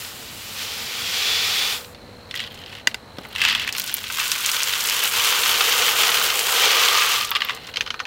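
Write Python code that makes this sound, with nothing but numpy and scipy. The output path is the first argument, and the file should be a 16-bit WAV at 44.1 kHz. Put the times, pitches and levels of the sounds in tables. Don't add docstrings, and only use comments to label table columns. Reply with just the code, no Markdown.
import sys
import numpy as np
from scipy import signal
from scipy.fft import rfft, irfft, next_fast_len
from scipy.io import wavfile
from scipy.ndimage import uniform_filter1d, map_coordinates

SR = 44100
rng = np.random.default_rng(int(sys.argv[2]) if len(sys.argv) > 2 else 0)


def to_wav(s):
    ch = np.atleast_2d(s).T
    pcm = np.round(np.clip(ch, -1, 1) * 32767)
    wavfile.write(sys.argv[1], SR, pcm.astype(np.int16))


def to_linear_factor(level_db):
    exponent = np.asarray(level_db, float) / 20
    return 10 ** exponent


N = 355754


def unit(x):
    return x / np.sqrt(np.mean(x ** 2) + 1e-20)


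def curves(rows):
    s, *cols = np.transpose(rows)
    return np.array([np.interp(np.arange(N) / SR, s, c) for c in cols])


def wobble(rate):
    return map_coordinates(rng.standard_normal(int(N * rate / SR) + 4), [np.arange(N) * rate / SR])


def coloured(x, spectrum):
    m = 2 * next_fast_len(len(x) // 2 + 4096, True)
    f, db = np.transpose(spectrum)
    log_hz = np.log(np.fft.rfftfreq(m, 1 / SR) + 1)
    gain = to_linear_factor(np.interp(log_hz, np.log(f + 1), np.maximum(db, -60)))
    cepstrum = irfft(np.log(unit(gain)), m)
    cepstrum[1:m // 2] *= 2
    cepstrum[m // 2 + 1:] = 0
    return irfft(rfft(x, m) * np.exp(rfft(cepstrum)), m)[:len(x)]


def place(out, start_s, sound):
    out[round(start_s * SR):][:len(sound)] += sound


# hz, level_db_per_hz
TRAFFIC_COLOUR = [(12, -42), (20, -13), (102, 1.5), (159, -6), (216, -2), (330, -9), (488, -7.5),
                  (611, -8.5), (743, -9), (2480, -18.5), (3570, -22), (4220, -25), (4990, -27.5),
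                  (14900, -39), (16200, -40)]
# time_s, level_db
YARD_LEVEL = [(0, -44), (2.2, -43.5), (2.9, -44), (3.6, -43), (4.6, -50.5), (5.7, -46), (6.9, -49),
              (7.8, -45.5)]
# time_s, level_db
INSECT_LEVEL = [(1.8, -60), (2.1, -52), (2.5, -52), (3.0, -54), (3.3, -51), (7.6, -49)]


def yard():
    z = signal.stft(rng.standard_normal(N + 512), nperseg=512)[2]
    patches = uniform_filter1d(rng.standard_normal(z.shape), 5, axis=0)
    patches = uniform_filter1d(patches, 12, axis=1)
    air = signal.istft(z * to_linear_factor(0.8 * unit(patches)), nperseg=512)[1][:N]
    traffic = to_linear_factor(curves(YARD_LEVEL)[0] + 0.61 * wobble(2.28)) * unit(coloured(air, TRAFFIC_COLOUR))
    stroke_phase = 2 * np.pi * np.cumsum(60 + 8 * wobble(5.8)) / SR
    strokes = to_linear_factor(4.4 * np.sin(stroke_phase) + 0.84 * wobble(8))
    wing = [(3500, -37), (3950, -1), (4190, 0), (4450, -7), (4900, -30.5)]
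    trill = unit(coloured(strokes * rng.standard_normal(N), wing))
    return traffic + to_linear_factor(curves(INSECT_LEVEL)[0]) * trill


# pitch_hz, level_db, t60_s
POT_MODES = [(489, -45.5, 5), (558, -50.5, 6)]


def pot():
    t = np.arange(N) / SR - 1.84
    swell = np.clip(1 + t / 0.25, 0, 1) ** 2
    out = np.zeros(N)
    for hz, db, t60 in POT_MODES:
        level = to_linear_factor(db - 60 * t.clip(0) / t60 + wobble(4.8))
        out += swell * level * np.sin(2 * np.pi * hz * t)
    return out


# start_s, clack_db, thump_db
HANDLE_FALLS = [(2.872, -2, -27.5), (2.944, -14.5, -36), (3.141, -58, -45), (3.185, -41, -27.5),
                (3.21, -58, -35), (3.245, -42, -34)]
# pitch_hz, level_db, t60_s
WIRE_MODES = [(934, -16.5, 0.03), (1525, -9.5, 0.029), (2000, -1, 0.026), (2810, 0, 0.019),
              (3560, -4, 0.015), (4720, -7.5, 0.023), (5170, -9, 0.018), (6540, -6, 0.013),
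              (7200, -20, 0.02), (7300, -20, 0.025)]


def handle():
    t, out = np.arange(SR // 8) / SR, np.zeros(N + SR)
    grit_colour = [(300, -24), (2000, 2.5), (5000, -5.5), (8000, -11.5), (12000, -15), (16000, -20)]
    puff_colour = [(70, -14), (170, -3), (450, -0.5), (800, -8), (2000, -32)]
    attack = 1 - np.exp(-t / 0.00037)
    for s, clack_db, thump_db in HANDLE_FALLS:
        ring = np.zeros(len(t))
        for hz, db, t60 in WIRE_MODES:
            ring += to_linear_factor(db + rng.normal(0, 1.6) - 60 * t / t60) * np.sin(2 * np.pi * hz * t)
        grit = (to_linear_factor(-60 * t / 0.01) + to_linear_factor(-22.5 - 60 * t / 0.12)) * rng.standard_normal(len(t))
        clack = ring + to_linear_factor(-1.5) * coloured(grit, grit_colour)
        puff = coloured(to_linear_factor(-60 * t / 0.032) * rng.standard_normal(len(t)), puff_colour)
        place(out, s, (to_linear_factor(clack_db - 2.0) * clack + to_linear_factor(thump_db) * puff) * attack)
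    return out[:N]


# start_s, peak_db
RIM_GLANCES = [(3.9413, -0.5), (7.307, -11), (7.4485, -17.5)]
# start_s, peak_db
SPARKS = [(3.1844, -37), (3.2417, -36), (3.2677, -28), (3.2886, -26), (3.328, -27), (3.351, -34),
          (3.36, -32), (3.3774, -32), (3.3839, -26), (3.4158, -26), (3.4383, -26), (3.4488, -24),
          (3.4857, -19), (3.5256, -20), (3.5495, -26), (3.6463, -26), (3.6767, -28), (3.6972, -29),
          (3.7241, -24), (3.7501, -29), (3.766, -13), (3.783, -19), (3.783, -8), (3.7975, -3),
          (3.8414, -13), (3.8573, -20), (3.8633, -15), (3.9157, -15), (3.9415, -3), (3.9681, -17),
          (3.9935, -27), (4.021, -28), (4.0679, -26), (4.0868, -23), (4.1237, -20), (4.1866, -20),
          (4.2035, -33), (4.2035, -12), (4.2425, -18), (4.2789, -22), (4.2789, -13), (4.3173, -11),
          (4.4066, -19), (4.439, -18), (4.46, -12), (4.674, -17), (4.7049, -12), (4.7937, -14), (4.839, -8),
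          (4.8965, -9), (5.0387, -2), (5.316, -12),
          (2.36, -24), (2.3734, -27), (2.3804, -33), (2.4224, -32), (2.5184, -39), (2.5237, -32),
               (2.5406, -52), (2.5406, -37), (5.4929, -5), (7.2943, -15), (7.3243, -23), (7.3344, -27),
               (7.3662, -17), (7.4071, -21), (7.5053, -35), (7.549, -26), (7.6216, -42), (7.645, -40),
               (7.6695, -32), (7.7957, -43), (7.8072, -31), (7.8224, -36), (7.865, -41), (7.9399, -38)]


def rim():
    t, out = np.arange(SR // 20) / SR, np.zeros(N + SR)
    fall = to_linear_factor(-60 * t / 0.0017) + to_linear_factor(-20 - 60 * t / 0.043)
    sparks = [(s, db - 5) for s, db in SPARKS]
    for s, db in RIM_GLANCES + sparks:
        place(out, s, to_linear_factor(db) * fall * np.sign(rng.standard_normal(len(t))))
    return coloured(out, [(5000, -36), (9000, -9), (12000, 1), (15500, 1), (17000, -9)])[:N]


# start_s, peak_db, ring_hz, hollow_db
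SHAKEN = [(1.8462, -21, 4060, -18), (1.9475, -23.5, 3540, -15), (2.3107, -13, 3540, -27),
          (2.3413, -12, 1950, -22), (2.354, -16, 1920, -21), (2.361, -15, 3300, -16),
          (2.374, -11.5, 4120, -31), (2.3817, -21, 2920, -22), (2.4023, -9, 2820, -34),
          (2.4387, -14, 3400, -21), (2.4744, -19, 3050, -27), (2.6373, -22, 3070, -20),
          (2.661, -19.5, 3720, -23), (2.726, -19, 2700, -14), (2.7686, -23, 3000, -27),
          (2.9133, -20, 3070, -25), (3.1843, -19.5, 3520, -6), (3.2508, -21.5, 2000, -2),
          (3.3288, -23, 3210, -8)]
# start_s, peak_db, ring_hz, hollow_db
FIRST = [(3.3512, -13, 3140, -5.5), (3.3604, -8, 2700, -21), (3.3827, -11, 2640, -21),
         (3.394, -11, 2540, -14), (3.404, -12, 3160, -14), (3.4166, 2.5, 2650, -29), (3.438, 1, 2610, -22),
         (3.4505, 2.5, 2700, -13), (3.486, 0, 2800, -16), (3.4976, -1.5, 3450, -14),
         (3.55, -0.5, 3350, -14), (3.5966, -4.5, 2900, -29), (3.6178, -6, 2970, -21),
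         (3.677, -5, 2320, -25), (3.6906, -5, 2450, -24), (3.7254, -16, 4120, -19), (3.75, -8, 2940, -13),
         (3.7835, -9.5, 4110, -14), (3.798, -10, 4100, -30.5), (4.04, -10, 3240, -17),
         (4.1, -11.5, 2600, -5), (4.185, -7, 2890, -8), (4.1982, -2, 2550, -17), (4.2126, -9, 3100, -7),
         (4.318, -7, 3670, -9), (4.4472, -10, 3230, -26), (4.491, -3.5, 3200, -14), (4.6038, -5, 2510, -17),
         (4.7353, -4, 3640, -15), (4.807, -20, 4380, -29)]
# start_s, peak_db, ring_hz, hollow_db
LAST = [(7.2109, -7, 4350, -23), (7.289, -19, 2900, -15), (7.3149, -1.5, 2400, -12), (7.351, 0, 3400, -23),
        (7.3577, 0, 2380, -21.5), (7.3653, -2.5, 2900, -24), (7.4057, -6, 3380, -26),
        (7.419, -0.5, 3000, -16), (7.4485, -9.5, 2820, -25), (7.487, -10, 2370, -12),
        (7.495, -2, 1990, -13)]
# start_s, peak_db, ring_hz, hollow_db
DREGS = [(7.673, -19, 3560, -21), (7.7395, -14, 2900, -17), (7.7591, -8, 3120, -25),
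         (7.7698, -2.5, 3160, -17), (7.8083, -1, 2510, -22), (7.863, -13.5, 3070, -8),
         (7.875, -14.5, 3080, -7), (7.9042, -5.5, 3070, -13), (7.942, -15, 2400, -1.5),
         (7.993, -14.5, 2640, -16), (8.0006, -8.5, 2430, -3), (8.053, -13.5, 2550, -7),
         (8.0604, -17, 3320, -10)]
# start_s, peak_db
CLICKS = [(2.353, -19), (2.4032, -26), (2.5444, -29), (3.726, -15), (3.7757, -17), (3.782, -13),
          (3.798, -13), (3.8185, -15), (3.864, -16), (3.877, -14), (3.9684, -20), (4.035, -21),
          (4.124, -14), (4.1944, -11), (4.2033, -15), (4.279, -13), (4.317, -5), (4.4614, -5), (4.516, -6),
          (4.633, -6.5), (4.8064, -8.5), (4.839, -9.5), (4.8726, -9), (4.898, -9), (6.393, -6.5),
          (7.1604, -12), (7.2497, -12), (7.549, -23), (7.6703, -29)]
GLINT_DB = -19, -15.5, -25.5


def clicks():
    t, out = np.arange(SR // 20) / SR, np.zeros(N + SR)
    fall = to_linear_factor(-60 * t / 0.0022) + to_linear_factor(-16.0 - 60 * t / 0.086)
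    glints = []
    for rows, under_db in zip([SHAKEN, FIRST, LAST + DREGS], GLINT_DB):
        glints += [(s, db + under_db) for s, db, *_ in rows]
    for s, db in CLICKS + glints:
        spike = fall * rng.standard_normal(len(t))
        spike *= 2 * np.linalg.norm(fall) / np.linalg.norm(spike)
        place(out, s, to_linear_factor(db - 6.5) * spike)
    colour = [(1500, -57), (4000, 4.0), (7000, 3.5), (11000, -5.0), (15000, -7), (17000, -13.0)]
    return coloured(out, colour)[:N]


# hz, level_db_per_hz
HOLLOW = [(470, -34), (800, -10.5), (889, -3), (1230, 2.5), (1380, 0.5), (1510, 3), (1720, -13), (1800, -1),
          (2340, -28.5), (3960, -120)]


def knocks(rows, bed, ring_db, t60, air_hz, air_db):
    t = np.arange(SR // 8) / SR
    body, hollow, rings = np.zeros((3, N + SR))
    rise = 1 - np.exp(-t / 0.00026)
    fall = rise * (to_linear_factor(-60 * t / t60) + to_linear_factor(-9.0 - 60 * t / (3 * t60)) + 1.63 * to_linear_factor(-60 * t / 0.006))
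    for s, db, hz, hollow_db in rows:
        burst = fall * np.sign(rng.standard_normal((2, len(t))))
        detune = 0.084 * rng.standard_normal((5, 1))
        detune[0] = 0
        ratios = np.array([[1], [1.38], [.74], [1.18], [.86]]) * np.exp(detune)
        modes = np.sin(2 * np.pi * hz * ratios * t) * to_linear_factor([[0], [-6], [-7], [-5], [-6]])
        place(rings, s, to_linear_factor(db + ring_db - 60 * t / (0.42 * t60)) * rise * modes.sum(axis=0))
        air_pitch_hz = air_hz * (1 + 0.013 * rng.standard_normal())
        air = to_linear_factor(db + air_db - 60 * t / 0.062) * np.sin(2 * np.pi * air_pitch_hz * t)
        place(rings, s, (1 - np.exp(-t / 0.0023)) * air)
        place(body, s, to_linear_factor(db - 21.5) * burst[0])
        place(hollow, s, to_linear_factor(db + hollow_db - 13.5) * burst[1])
    return (rings + coloured(body, bed) + coloured(hollow, HOLLOW))[:N]


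# start_s, peak_db, ring_hz, hollow_db
STRAYS = [(0.0194, -22, 3160, -22), (0.0478, -17, 4270, -23), (2.3944, -9.5, 2950, -22),
          (2.41, -15, 2810, -20), (2.4474, -17, 3070, -20), (2.4894, -35, 3070, -20),
          (2.518, -26, 3220, -20), (2.541, -26, 2920, -20), (2.5894, -29, 3950, -20),
          (2.6244, -30, 2610, -20), (2.6994, -25, 3670, -20), (2.7394, -33, 2820, -20),
          (2.7844, -27, 2680, -20), (2.7994, -31, 1880, -17), (3.4753, -3, 2820, -20),
          (3.5094, -5, 3260, -16), (3.5265, -5, 3270, -23), (3.5664, -16, 3030, -25),
          (3.6475, -12, 2020, -20), (3.7667, -11, 4160, -9), (3.855, -22, 2880, -20),
          (3.895, -17, 3120, -20), (4.01, -22, 3130, -20), (4.0685, -16, 3080, -20),
          (4.2361, -15, 3100, -15), (4.2695, -12, 3110, -20), (4.3718, -14, 3160, -20),
          (4.6766, -19, 3000, -20), (7.1894, -10, 2890, -20), (7.2614, -21, 3840, -20),
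          (7.5052, -8, 1990, -16), (7.6221, -28, 1950, -20), (7.6444, -28, 4060, -20),
          (7.6894, -21, 2590, -20), (7.7144, -27, 3220, -20)]
# start_s, peak_db, ring_hz, hollow_db
CLUMPS = [(4.8498, -5.5, 3260, -18), (4.898, -11, 2580, -21), (5.0269, -15, 2690, -18),
          (5.0453, -1.5, 2950, -16), (5.1505, -5, 2750, -18), (5.2728, -11, 2960, -14),
          (5.3084, -6, 2960, -14), (5.3505, -8, 3100, -18), (5.4338, -1, 3660, -20),
          (5.4591, -1, 3110, -11), (5.4922, -2, 3400, -14), (5.5428, -6, 2800, -9),
          (5.6074, 0, 3050, -10.5), (5.6685, -19, 2620, -20), (5.6914, -13, 3200, -18),
          (5.7592, -8, 3020, -16), (5.7762, -15, 2920, -18), (5.8261, -8, 2880, -18),
          (5.8804, 0.5, 2170, -14), (5.94, -23, 3230, -24), (6.0077, -9, 3430, -22),
          (6.0336, -3.5, 2200, -18), (6.091, -0.5, 2960, -12), (6.1164, -5, 2980, -18),
          (6.1543, -10, 3460, -18), (6.1701, -2, 3130, -18), (6.214, -4.5, 3000, -10),
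          (6.301, -1, 3070, -20), (6.3906, -7, 2970, -16), (6.4926, -5, 2070, -23), (6.6045, -8, 2600, -20),
          (6.6356, -2, 3080, -16), (6.7076, -5, 3140, -21), (6.9121, -6, 3330, -18),
          (6.9893, -8, 3350, -21), (7.021, 0, 1900, -13)]
# hz, level_db_per_hz
SHAKE_BED = [(940, -36.5), (1600, -8.5), (2060, -2.5), (2290, -7.5), (2590, -3), (2700, -1.5), (2820, 0),
             (5360, -14.5), (8500, -33.5), (11000, -70), (18700, -120)]
# hz, level_db_per_hz
WHOLE_BED = [(940, -17.5), (1600, -2), (1730, -3.5), (1870, -3), (3060, 4), (3810, -1), (6340, -6),
             (8500, -32), (11000, -24), (18700, -120)]


def plastic_hits():
    hits = knocks(SHAKEN, SHAKE_BED, ring_db=-9.0, t60=0.043, air_hz=1940, air_db=-31)
    hits += knocks(FIRST, SHAKE_BED, ring_db=-9.0, t60=0.037, air_hz=2650, air_db=-20)
    hits += knocks(LAST, SHAKE_BED, ring_db=-10, t60=0.043, air_hz=1187, air_db=-19.5)
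    hits += knocks(DREGS, WHOLE_BED, ring_db=-8.0, t60=0.042, air_hz=1046, air_db=-35)
    hits += knocks(STRAYS, SHAKE_BED, ring_db=-9.0, t60=0.038, air_hz=2900, air_db=-33)
    hits += knocks(CLUMPS, WHOLE_BED, ring_db=-14.5, t60=0.075, air_hz=1254, air_db=-28)
    return hits


def impacts(rate, spread_db, clump_db, t60):
    chance = rng.random((2, N))
    lands = chance[0] < rate / SR * to_linear_factor(clump_db * wobble(25))
    size = to_linear_factor(-2 * spread_db * np.log(chance[1] + 1e-9).clip(-4))
    energy = lands * size / rate

    def dying(life_s):
        return signal.lfilter([1], [1, -to_linear_factor(-2 * 60 / (life_s * SR))], energy)

    power = dying(t60) + 3 * dying(0.0024)
    return np.sqrt(power / np.mean(power)) * rng.standard_normal(N)


def sung(x, hz, width_hz):
    turn = np.exp(2j * np.pi * np.cumsum(hz * (1 + 0.0075 * wobble(12))) / SR)
    ring = (signal.lfilter([1], [1, -np.exp(-np.pi * width_hz / SR)], x / turn) * turn).real
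    return unit(ring * to_linear_factor(2.1 * wobble(12)))


# hz, level_db_per_hz
BOOM = [(180, -52.5), (300, -18), (329, -11), (475, 0), (595, -10.5), (671, -7), (813, -1), (900, -12),
        (1170, -14.5), (1980, -120)]
# hz, level_db_per_hz
TICK = [(5000, -26.5), (7000, 3), (8500, 1), (10500, -0.5), (13000, 0.5), (15300, 0.5), (16200, -4.5)]


def stream(spans, parts, bed, song, width_hz, rate, spread_db, clump_db, t60, shared, modes=((1, 0),)):
    t = np.arange(N) / SR
    full_db = -20
    on = np.zeros(N)
    for rows in spans:
        a, b = rows[0][0], rows[-1][0]
        on += np.interp(t, [a - .02, a, b, b + .02], [0, 1, 1, 0])
    flow_db, = curves(np.concatenate(spans))
    empty = np.interp(t, [spans[0][0][0], spans[-1][-1][0]], [0, 1])

    cushioned_db = np.minimum(flow_db, -20.5)
    levels = [flow_db]
    for felt_db, part in zip([flow_db, flow_db, cushioned_db], parts):
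        over_db, follows, gain_db, last_db = part
        emptying_db = gain_db * empty + last_db * empty ** 5.1
        levels.append(full_db + over_db + follows * (felt_db - full_db) + emptying_db)

    rate = rate * np.maximum(to_linear_factor(.45 * (flow_db - flow_db.max())), .13)
    spread_db = spread_db + 0.093 * (full_db - flow_db).clip(0, 12)
    common = impacts(rate, spread_db, clump_db, t60)

    hz, song_db = curves(song)
    drive = coloured(common, [(500, -50.5), (1000, -2.5), (5000, 7.5), (9000, -36.5)])
    out = np.zeros(N)
    for ratio, db in modes:
        out += to_linear_factor(flow_db + song_db + db) * sung(drive, ratio * hz, ratio * width_hz)
    for db, colour, ring in zip(levels, [bed, HOLLOW, BOOM, TICK], [2.8, 1.04, 2.9, 0.33]):
        own = impacts(rate, spread_db, clump_db, ring * t60)
        out += to_linear_factor(db) * unit(coloured(shared * common + own, colour))
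    return on * signal.sosfilt(signal.butter(2, 266, "high", fs=SR, output="sos"), out)


# time_s, level_db
SHAKE_FLOW = [
    [(2.28, -65), (2.39, -37.5), (2.46, -44), (2.51, -52), (2.59, -45), (2.66, -47.5), (2.73, -41.5),
     (2.8, -43.5), (2.86, -70)],
    [(3.17, -51.5), (3.34, -43.5), (3.43, -21.5), (3.52, -18.5), (3.62, -27.5), (3.76, -40)],
    [(7.28, -38), (7.38, -37), (7.5, -35), (7.58, -43), (7.63, -40.5), (7.68, -40.5), (7.72, -50),
     (7.82, -39), (7.94, -56.5), (8.07, -56)],
]
# over_patter_db, follow_db_per_db, emptying_gain_db, last_gain_db
SHAKE_PARTS = [
    (-14.5, 0.8, 9.5, -.6),
    (-28.5, 0.22, 8, -.6),
    (-20.5, 0.71, -1, 1.3),
]
# time_s, pitch_hz, over_patter_db
SHAKE_SONG = [(2.3, 3250, 0.5), (3.3, 2490, -17), (3.8, 2730, -41), (7.2, 1160, 6), (7.55, 1180, 4),
              (7.7, 1220, -9)]


def shaken_grain():
    return stream(SHAKE_FLOW, SHAKE_PARTS, SHAKE_BED, SHAKE_SONG, width_hz=140,
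                  rate=3300, spread_db=5.5, clump_db=3.0, t60=0.038, shared=1.14)


# time_s, level_db
FINE_FLOW = [
    [(0, -35), (.13, -41), (.44, -38.5), (.63, -30.5), (.72, -31.5), (.95, -31), (1.24, -22), (1.65, -22.5),
     (1.73, -26), (1.8, -38), (1.93, -62.5)],
]
# over_patter_db, follow_db_per_db, emptying_gain_db, last_gain_db
FINE_PARTS = [
    (-13.5, 0.74, 0.5, 4),
    (-19.5, 0.74, 2.5, 1),
    (-6.5, 0.72, -8, 9.5),
]
# hz, level_db_per_hz
FINE_BED = [(940, -35), (1750, -6), (2430, 0.5), (3400, 0.5), (4790, -1), (5990, -5), (7710, -16),
            (8500, -44), (11000, -51), (18700, -120)]
# time_s, pitch_hz, over_patter_db
FINE_SONG = [(0, 2800, -22), (.6, 3050, -16), (1.1, 3280, -10), (1.25, 3380, -5.5), (1.75, 3470, -6)]


def fine_grain():
    return stream(FINE_FLOW, FINE_PARTS, FINE_BED, FINE_SONG, width_hz=180,
                  rate=7200, spread_db=-0.1, clump_db=2.0, t60=0.016, shared=0.82,
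                  modes=[(1, 0), (.7, -11.5), (.35, -11.5)])  # (pitch ratio, dB)


# time_s, level_db
TRICKLE = [(3.74, -38.5), (3.9, -32), (4.0, -36.5), (4.178, -29), (4.195, -26.5), (4.41, -26), (4.5, -23.5),
           (4.75, -24.5), (5.04, -21), (5.1, -24.5)]
# time_s, level_db
GUSH = [(5.2, -18.5), (5.38, -19.5), (5.72, -18), (6.23, -19.5), (6.42, -22.5), (6.64, -16), (6.98, -16.5),
        (7.15, -19.5), (7.25, -29.5), (7.3, -35)]
# over_patter_db, follow_db_per_db, emptying_gain_db, last_gain_db
WHOLE_PARTS = [
    (-11, 1.1, 7.8, -4.5),
    (-29.5, 0.88, 30.3, -20.5),
    (-3.5, 1.17, 1.5, -4),
]
# time_s, pitch_hz, over_patter_db
WHOLE_SONG = [(3.7, 1490, -12), (5, 1406, -17), (6.2, 1270, -12.5), (6.7, 1190, -11.5), (6.9, 1200, -4),
              (7.1, 1200, -4), (7.3, 1180, -2)]


def whole_kernels():
    return stream([TRICKLE + GUSH], WHOLE_PARTS, WHOLE_BED, WHOLE_SONG, width_hz=60,
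                  rate=2200, spread_db=4.0, clump_db=2.5, t60=0.019, shared=0.99)


def scene():
    metal = pot() + handle() + rim() + clicks()
    grain = plastic_hits() + shaken_grain() + fine_grain() + whole_kernels()
    return np.tile(yard() + metal + grain, (2, 1))


def low_pass(x):
    return signal.sosfilt(signal.butter(12, 16990, fs=SR, output="sos"), x)


def record(dry):
    sos = signal.ellip(10, .3, 70, 15800, fs=SR, output="sos")
    x = signal.sosfilt(sos, dry)
    x = x / (1 + np.abs(x) ** 8) ** (1 / 8)
    return low_pass(x)


dry = scene()
out = record(dry)
to_wav(out)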